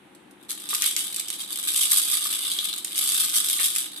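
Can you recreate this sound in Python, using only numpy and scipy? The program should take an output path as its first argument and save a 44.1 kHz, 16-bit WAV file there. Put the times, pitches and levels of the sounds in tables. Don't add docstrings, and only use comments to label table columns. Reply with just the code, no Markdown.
import sys
import numpy as np
from scipy import signal
from scipy.fft import rfft, irfft, next_fast_len
from scipy.io import wavfile
from scipy.ndimage import map_coordinates

SR = 44100
rng = np.random.default_rng(int(sys.argv[2]) if len(sys.argv) > 2 else 0)


def materialize(psi):
    bounded = np.clip(np.atleast_2d(psi).T, -1, 1)
    quanta = np.round(bounded * 32767).astype(np.int16)
    wavfile.write(sys.argv[1], SR, quanta)


N = 176400

# (frequency [Hz], level [dB])
AIR_TONE = [(20, -37), (55, -22.5), (100, -22), (160, -14.5), (230, -9), (320, -6), (420, -16), (490, -11),
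            (650, -17.5), (800, -12), (1100, -16.5), (2500, -19), (3700, -23), (5000, -37), (7400, -36),
            (8200, -31), (10000, -29), (14000, -43)]
# (frequency [Hz], likeness [0 to 1])
AIR_LIKENESS = [(50, 0.26), (150, 0.51), (300, 1), (550, 0.24), (6000, 0.046)]
# (frequency [Hz], level [dB])
HUM_NOTES = [(145, -73.5), (186, -73), (202, -66.5), (303, -64.5), (320, -69.5), (354, -66), (372, -70.5)]
# (frequency [Hz], time [s])
ECHO_FADE = [(300, 0.11), (3000, 0.39), (8000, 0.41), (14000, 0.15)]
# (frequency [Hz], level [dB])
LEFT_OVER_RIGHT = [(60, 1.5), (200, 5), (350, 6.5), (550, -1.5), (1300, 0), (6000, 0), (9000, -3.5),
                   (13000, 4.5)]

# (time [s], level [dB])
HEAP_FLOW = [(0.47, -46), (0.51, -30), (0.56, -47), (0.67, -47.5), (0.69, -37.5), (0.74, -27), (0.79, -37),
             (0.87, -23.5), (0.94, -36.5), (1.01, -29), (1.1, -43), (1.2, -42), (1.25, -50.5), (1.29, -38),
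             (1.39, -42.5), (1.41, -34.5), (1.49, -44.5), (1.52, -33), (1.61, -35), (1.83, -23.5),
             (1.89, -30.5), (1.91, -23.5), (2.07, -31), (2.11, -24), (2.2, -33.5), (2.26, -29), (2.45, -36),
             (2.52, -30.5), (2.56, -41), (2.66, -33.5), (2.7, -37.5), (2.86, -42), (2.94, -42.5),
             (2.97, -27.5), (3.23, -25.5), (3.32, -34), (3.36, -21), (3.43, -32.5), (3.52, -25),
             (3.59, -32.5), (3.65, -23.5), (3.73, -36.5), (3.77, -26), (3.9, -49), (4.0, -46)]
# (time [s], level [dB])
SLIDES = [(1.63, -28), (1.684, -23), (1.765, -21.5), (1.807, -23), (1.83, -22.5), (1.915, -19.5),
          (1.936, -24), (1.979, -22.5), (2.501, -30), (2.654, -25.5), (2.782, -32), (2.985, -26),
          (3.506, -24.5), (3.644, -22.5)]
# (time [s], level [dB])
HEAP_START = [(.38, -37), (.42, -3), (.483, -30), (.492, 4.5), (.506, 1.5)]
# (time [s], level [dB])
EXTRA_RING = [(.5, -1.5), (.86, 1.5), (2.1, 0.5), (2.48, 5), (2.76, 1.5), (2.95, 1), (3.7, -0.5)]
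# (frequency [Hz], level [dB])
TICK_TONE = [(500, -50), (2500, -16), (4500, -1.5), (5600, -3), (7300, -4), (7900, 2.5), (9300, 3),
             (11000, 2), (14000, -4), (16000, -63)]
# (frequency [Hz], level [dB])
HOLLOW_TONE = [(400, -46.5), (2000, -1.5), (2800, -7), (3450, 1), (3850, 12.5), (4350, 1), (5500, -1),
               (9000, -35.5)]
# (frequency [Hz], level [dB])
WALL_TONE = [(20, -60), (300, -44), (750, -23), (1050, -13), (1210, 3), (1380, -4), (1900, 3.5),
             (2500, -13), (4500, -48.5)]
# (frequency [Hz], width [Hz], level [dB])
TUBE_NOTES = [(3220, 90, -7.5), (3510, 70, 5), (4620, 150, -7), (5560, 110, -12)]

# (time [s], level [dB])
CLICKS = [(0.15, -42.5), (0.3106, -45), (0.491, -35), (0.5062, -19.5), (0.6, -30), (0.6899, -20),
          (0.702, -21), (0.7385, -16), (0.7488, -12), (0.8636, -15.5), (0.8834, -23), (1.039, -24),
          (1.062, -33), (1.126, -23.5), (1.1438, -21.5), (1.1623, -16.5), (1.1965, -17), (1.285, -20.5),
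          (1.3392, -24.5), (1.35, -32), (1.4045, -23.5), (1.418, -24.5), (1.558, -22), (1.7769, -14.5),
          (2.049, -18.5), (2.241, -19), (2.3305, -18.5), (2.846, -23), (2.9583, -18.5), (3.0763, -18.5),
          (3.1453, -16.5), (3.1988, -14.5), (3.2444, -16.5), (3.2978, -18), (3.3445, -15), (3.359, -17),
          (3.486, -15.5), (3.7524, -18)]
# (frequency [Hz], level [dB])
CLICK_TONE = [(700, -44), (2000, -12), (3800, -1.5), (7000, -4.5), (8200, 5), (10500, 0.5), (14000, -7.5),
              (16000, -40)]
# (time [s], level [dB])
SNAPS = [(.8215, -11), (.9645, -13), (1.1995, -19.5), (1.3028, -18.5), (2.254, -19), (2.848, -18)]
# (frequency [Hz], level [dB])
SNAP_TONE = [(500, -25.5), (1900, -3), (9000, 5), (15000, -1)]
# (time [s], level [dB])
KNOCKS = [(2.453, -25), (2.468, -25), (2.516, -24), (2.5875, -15), (2.597, -26), (2.61, -27),
          (2.652, -31.5), (2.729, -21.5), (2.737, -23), (3.163, -23)]
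# (frequency [Hz], level [dB])
KNOCK_TONE = [(1200, -23.5), (2700, -17), (3400, 5.5), (3850, 6.5), (4500, -10.5), (9000, -18.5)]
# (time [s], level [dB])
CLACKS = [(.829, -17.5), (.842, -21), (.851, -35), (.9645, -22), (1.917, -23), (3.591, -19), (3.599, -19),
          (3.607, -23), (3.760, -23)]
# (frequency [Hz], level [dB])
CLACK_TONE = [(300, -73), (1300, -8.5), (1900, 4.5), (2700, 3), (4500, -1.5), (9000, -22)]
# (time [s], level [dB])
THUMPS = [(.7305, -27.5), (2.256, -32), (3.602, -35)]
# (frequency [Hz], level [dB])
THUMP_TONE = [(20, -70.5), (130, -24), (250, -0.5), (600, -4), (950, -3), (1200, 11), (1450, -3),
              (2500, -2.5), (6000, -24)]


def amp(db):
    return 10 ** (np.asarray(db) / 20)


def fade(t, fade_s):
    return amp(-60 * t / fade_s)


def unit(x):
    return x / np.sqrt(np.mean(x ** 2) + 1e-20)


def along(points, hz):
    freqs, values = np.transpose(points)
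    return np.interp(np.log(hz + 1), np.log(freqs + 1), values)


def curve(rows):
    return np.interp(np.arange(N) / SR, *np.transpose(rows))


def wobble(rate):
    return map_coordinates(rng.standard_normal(int(N * rate / SR) + 4), [np.arange(N) * rate / SR])


def filtered(x, response):
    size = 2 * next_fast_len(N)
    return irfft(rfft(x, size) * response(np.fft.rfftfreq(size, 1 / SR)), size)[..., :N]


def colour(tone):
    def response(hz):
        cepstrum = irfft(np.log(amp(along(tone, hz))))
        half = len(cepstrum) // 2
        cepstrum[1:half] *= 2
        cepstrum[half + 1:] = 0
        gain = np.exp(rfft(cepstrum))
        return gain / np.sqrt(np.mean(abs(gain) ** 2))
    return response


def room_noise(level_db=-54):
    def response(hz):
        spread = np.arccos(np.clip(along(AIR_LIKENESS, hz), -1, 1)) / 2
        return amp(along(AIR_TONE, hz)) * [np.cos(spread), np.sin(spread)]
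    mid, side = filtered(rng.standard_normal((2, N)), response)
    return amp(level_db) * unit(np.array([mid + side, mid - side]))


def hum(waver=0.19, drift_rad=1.0):
    t = np.arange(N) / SR
    out = np.zeros(N)
    for hz, db in HUM_NOTES:
        strength = np.sqrt(2) * amp(db) * (1 + waver * wobble(6.81))
        out += strength * np.sin(2 * np.pi * hz * t + drift_rad * wobble(7))
    return out


def echoes(early_db=-4, tail_db=-5):
    hz, t, bands = signal.stft(rng.standard_normal((2, SR // 2)), SR, nperseg=256)
    tail = signal.istft(bands * fade(t, along(ECHO_FADE, hz)[:, None]), SR, nperseg=256)[1]
    t = np.arange(tail.shape[1]) / SR
    tail *= 1 - np.exp(-t / 0.001)
    early = rng.standard_normal(tail.shape) * fade(t, .05)
    return amp(tail_db) * tail / np.linalg.norm(tail[0]) + amp(early_db) * early / np.linalg.norm(early[0])


def room_echo(x, positions=32):
    out = np.zeros((2, N + SR))
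    for part in np.array_split(np.arange(N), positions):
        piece = x[:, part] * signal.windows.tukey(len(part), .02)
        echo = signal.fftconvolve(piece, echoes(), axes=1)
        out[:, part[0]:][:, :echo.shape[1]] += echo
    return out[:, :N]


def tube(hz):
    gain = sum(amp(db) * 1j * hz * width / (centre ** 2 - hz ** 2 + 1j * hz * width)
               for centre, width, db in TUBE_NOTES)
    return gain / np.sqrt(np.mean(abs(gain) ** 2))


def contact(fade_s, shared=0.46):
    t = np.arange(SR // 25) / SR
    noise = rng.standard_normal((3, len(t))) * fade(t, fade_s)
    burst = noise[:2] + shared * noise[2]
    return burst / np.sqrt(np.sum(burst ** 2, axis=1, keepdims=True))


def hits(rows, tone, gain_db, fade_s):
    out = np.zeros((2, N + SR))
    for start, db in rows:
        burst = amp(db) * contact(fade_s)
        out[:, int(start * SR):][:, :burst.shape[1]] += burst
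    return amp(gain_db) * filtered(out[:, :N], colour(tone))


def clumps(rows, count=3, lag_s=0.0027, scatter_s=.002, lighter_db=-4.5):
    lighter = [(start + lag_s + scatter_s * chance, db + lighter_db)
               for start, db in rows for chance in rng.standard_normal(count)]
    return list(rows) + lighter


def hard_hits():
    return (hits(clumps(CLICKS), CLICK_TONE, gain_db=13, fade_s=0.0026)
            + hits(SNAPS, SNAP_TONE, gain_db=16.5, fade_s=.005)
            + hits(KNOCKS, KNOCK_TONE, gain_db=19.5, fade_s=0.012)
            + hits(CLACKS, CLACK_TONE, gain_db=14.5, fade_s=.035)
            + hits(THUMPS, THUMP_TONE, gain_db=20, fade_s=0.012))


def patter(per_s, scatter_db=4.3, shell_db=-3.5, ping_hz=3635, ping_spread=0.13):
    starts = np.flatnonzero(rng.random(N) < per_s / SR)
    size, spot = rng.standard_normal((len(starts), 2)).T
    strength = amp(scatter_db * np.minimum(size, 2))[:, None]
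    strength /= np.sqrt(per_s[starts, None])
    t = np.arange(SR // 80) / SR
    samples = (starts[:, None] + np.arange(len(t))).ravel()

    def mix(sounds):
        return unit(np.bincount(samples, (strength * sounds).ravel(), N + len(t))[:N])

    ticks = [mix(rng.standard_normal((len(starts), len(t))) * fade(t, 0.0045)) for _ in range(2)]
    push = rng.choice([-1, 1], (len(starts), 1))
    shell = [mix(push * ring[:len(t)]) for ring in contact(fade_s=0.0084)]
    note_hz = ping_hz * np.exp(ping_spread * np.clip(spot, -2, 2))
    notes = np.sin(2 * np.pi * note_hz[:, None] * t) * fade(t, 0.074)
    pings = [mix(notes * rng.standard_normal((len(starts), 1))) for _ in range(2)]
    return unit(np.array(ticks) + amp(shell_db) * np.array(shell)), np.array(pings)


def rolling_heap(idle_per_s=140, extra_per_s=700, half_slide_s=.007):
    t = np.arange(N) / SR
    slide_power = sum(amp(db) ** 2 * np.exp(-((t - when) / half_slide_s) ** 2) for when, db in SLIDES)
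    flow = np.sqrt(amp(curve(HEAP_FLOW)) ** 2 + slide_power)
    contacts, pings = patter(idle_per_s + extra_per_s * np.sqrt(flow / flow.max()))
    jostle = amp(np.clip(wobble(38), -2, 1))
    body = flow ** 0.66
    drive = body * amp(curve(EXTRA_RING))
    ticks = filtered(contacts * flow * amp(-0.5), colour(TICK_TONE))
    ring = filtered(contacts * drive, lambda hz: amp(-21.5) * colour(HOLLOW_TONE)(hz) + amp(-26) * tube(hz))
    notes = pings * drive * amp(-22.5)
    wall = filtered(contacts * body * amp(-28), colour(WALL_TONE))
    return amp(curve(HEAP_START)) * jostle * (ticks + ring + notes + wall)


def scene(lowest_hz=121):
    rattle = rolling_heap() + hard_hits()
    case = filtered(rattle, lambda hz: (1j * hz / (lowest_hz + 1j * hz)) ** 2)
    together = case + room_echo(case) + room_noise() + hum()
    sides = np.array([[.5], [-.5]])
    return filtered(together, lambda hz: amp(sides * along(LEFT_OVER_RIGHT, hz)))


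def record(dry, top_hz=14400):
    return filtered(dry, lambda hz: 1 / np.sqrt(1 + (hz / top_hz) ** 160))


dry = scene()
out = record(dry)
materialize(out)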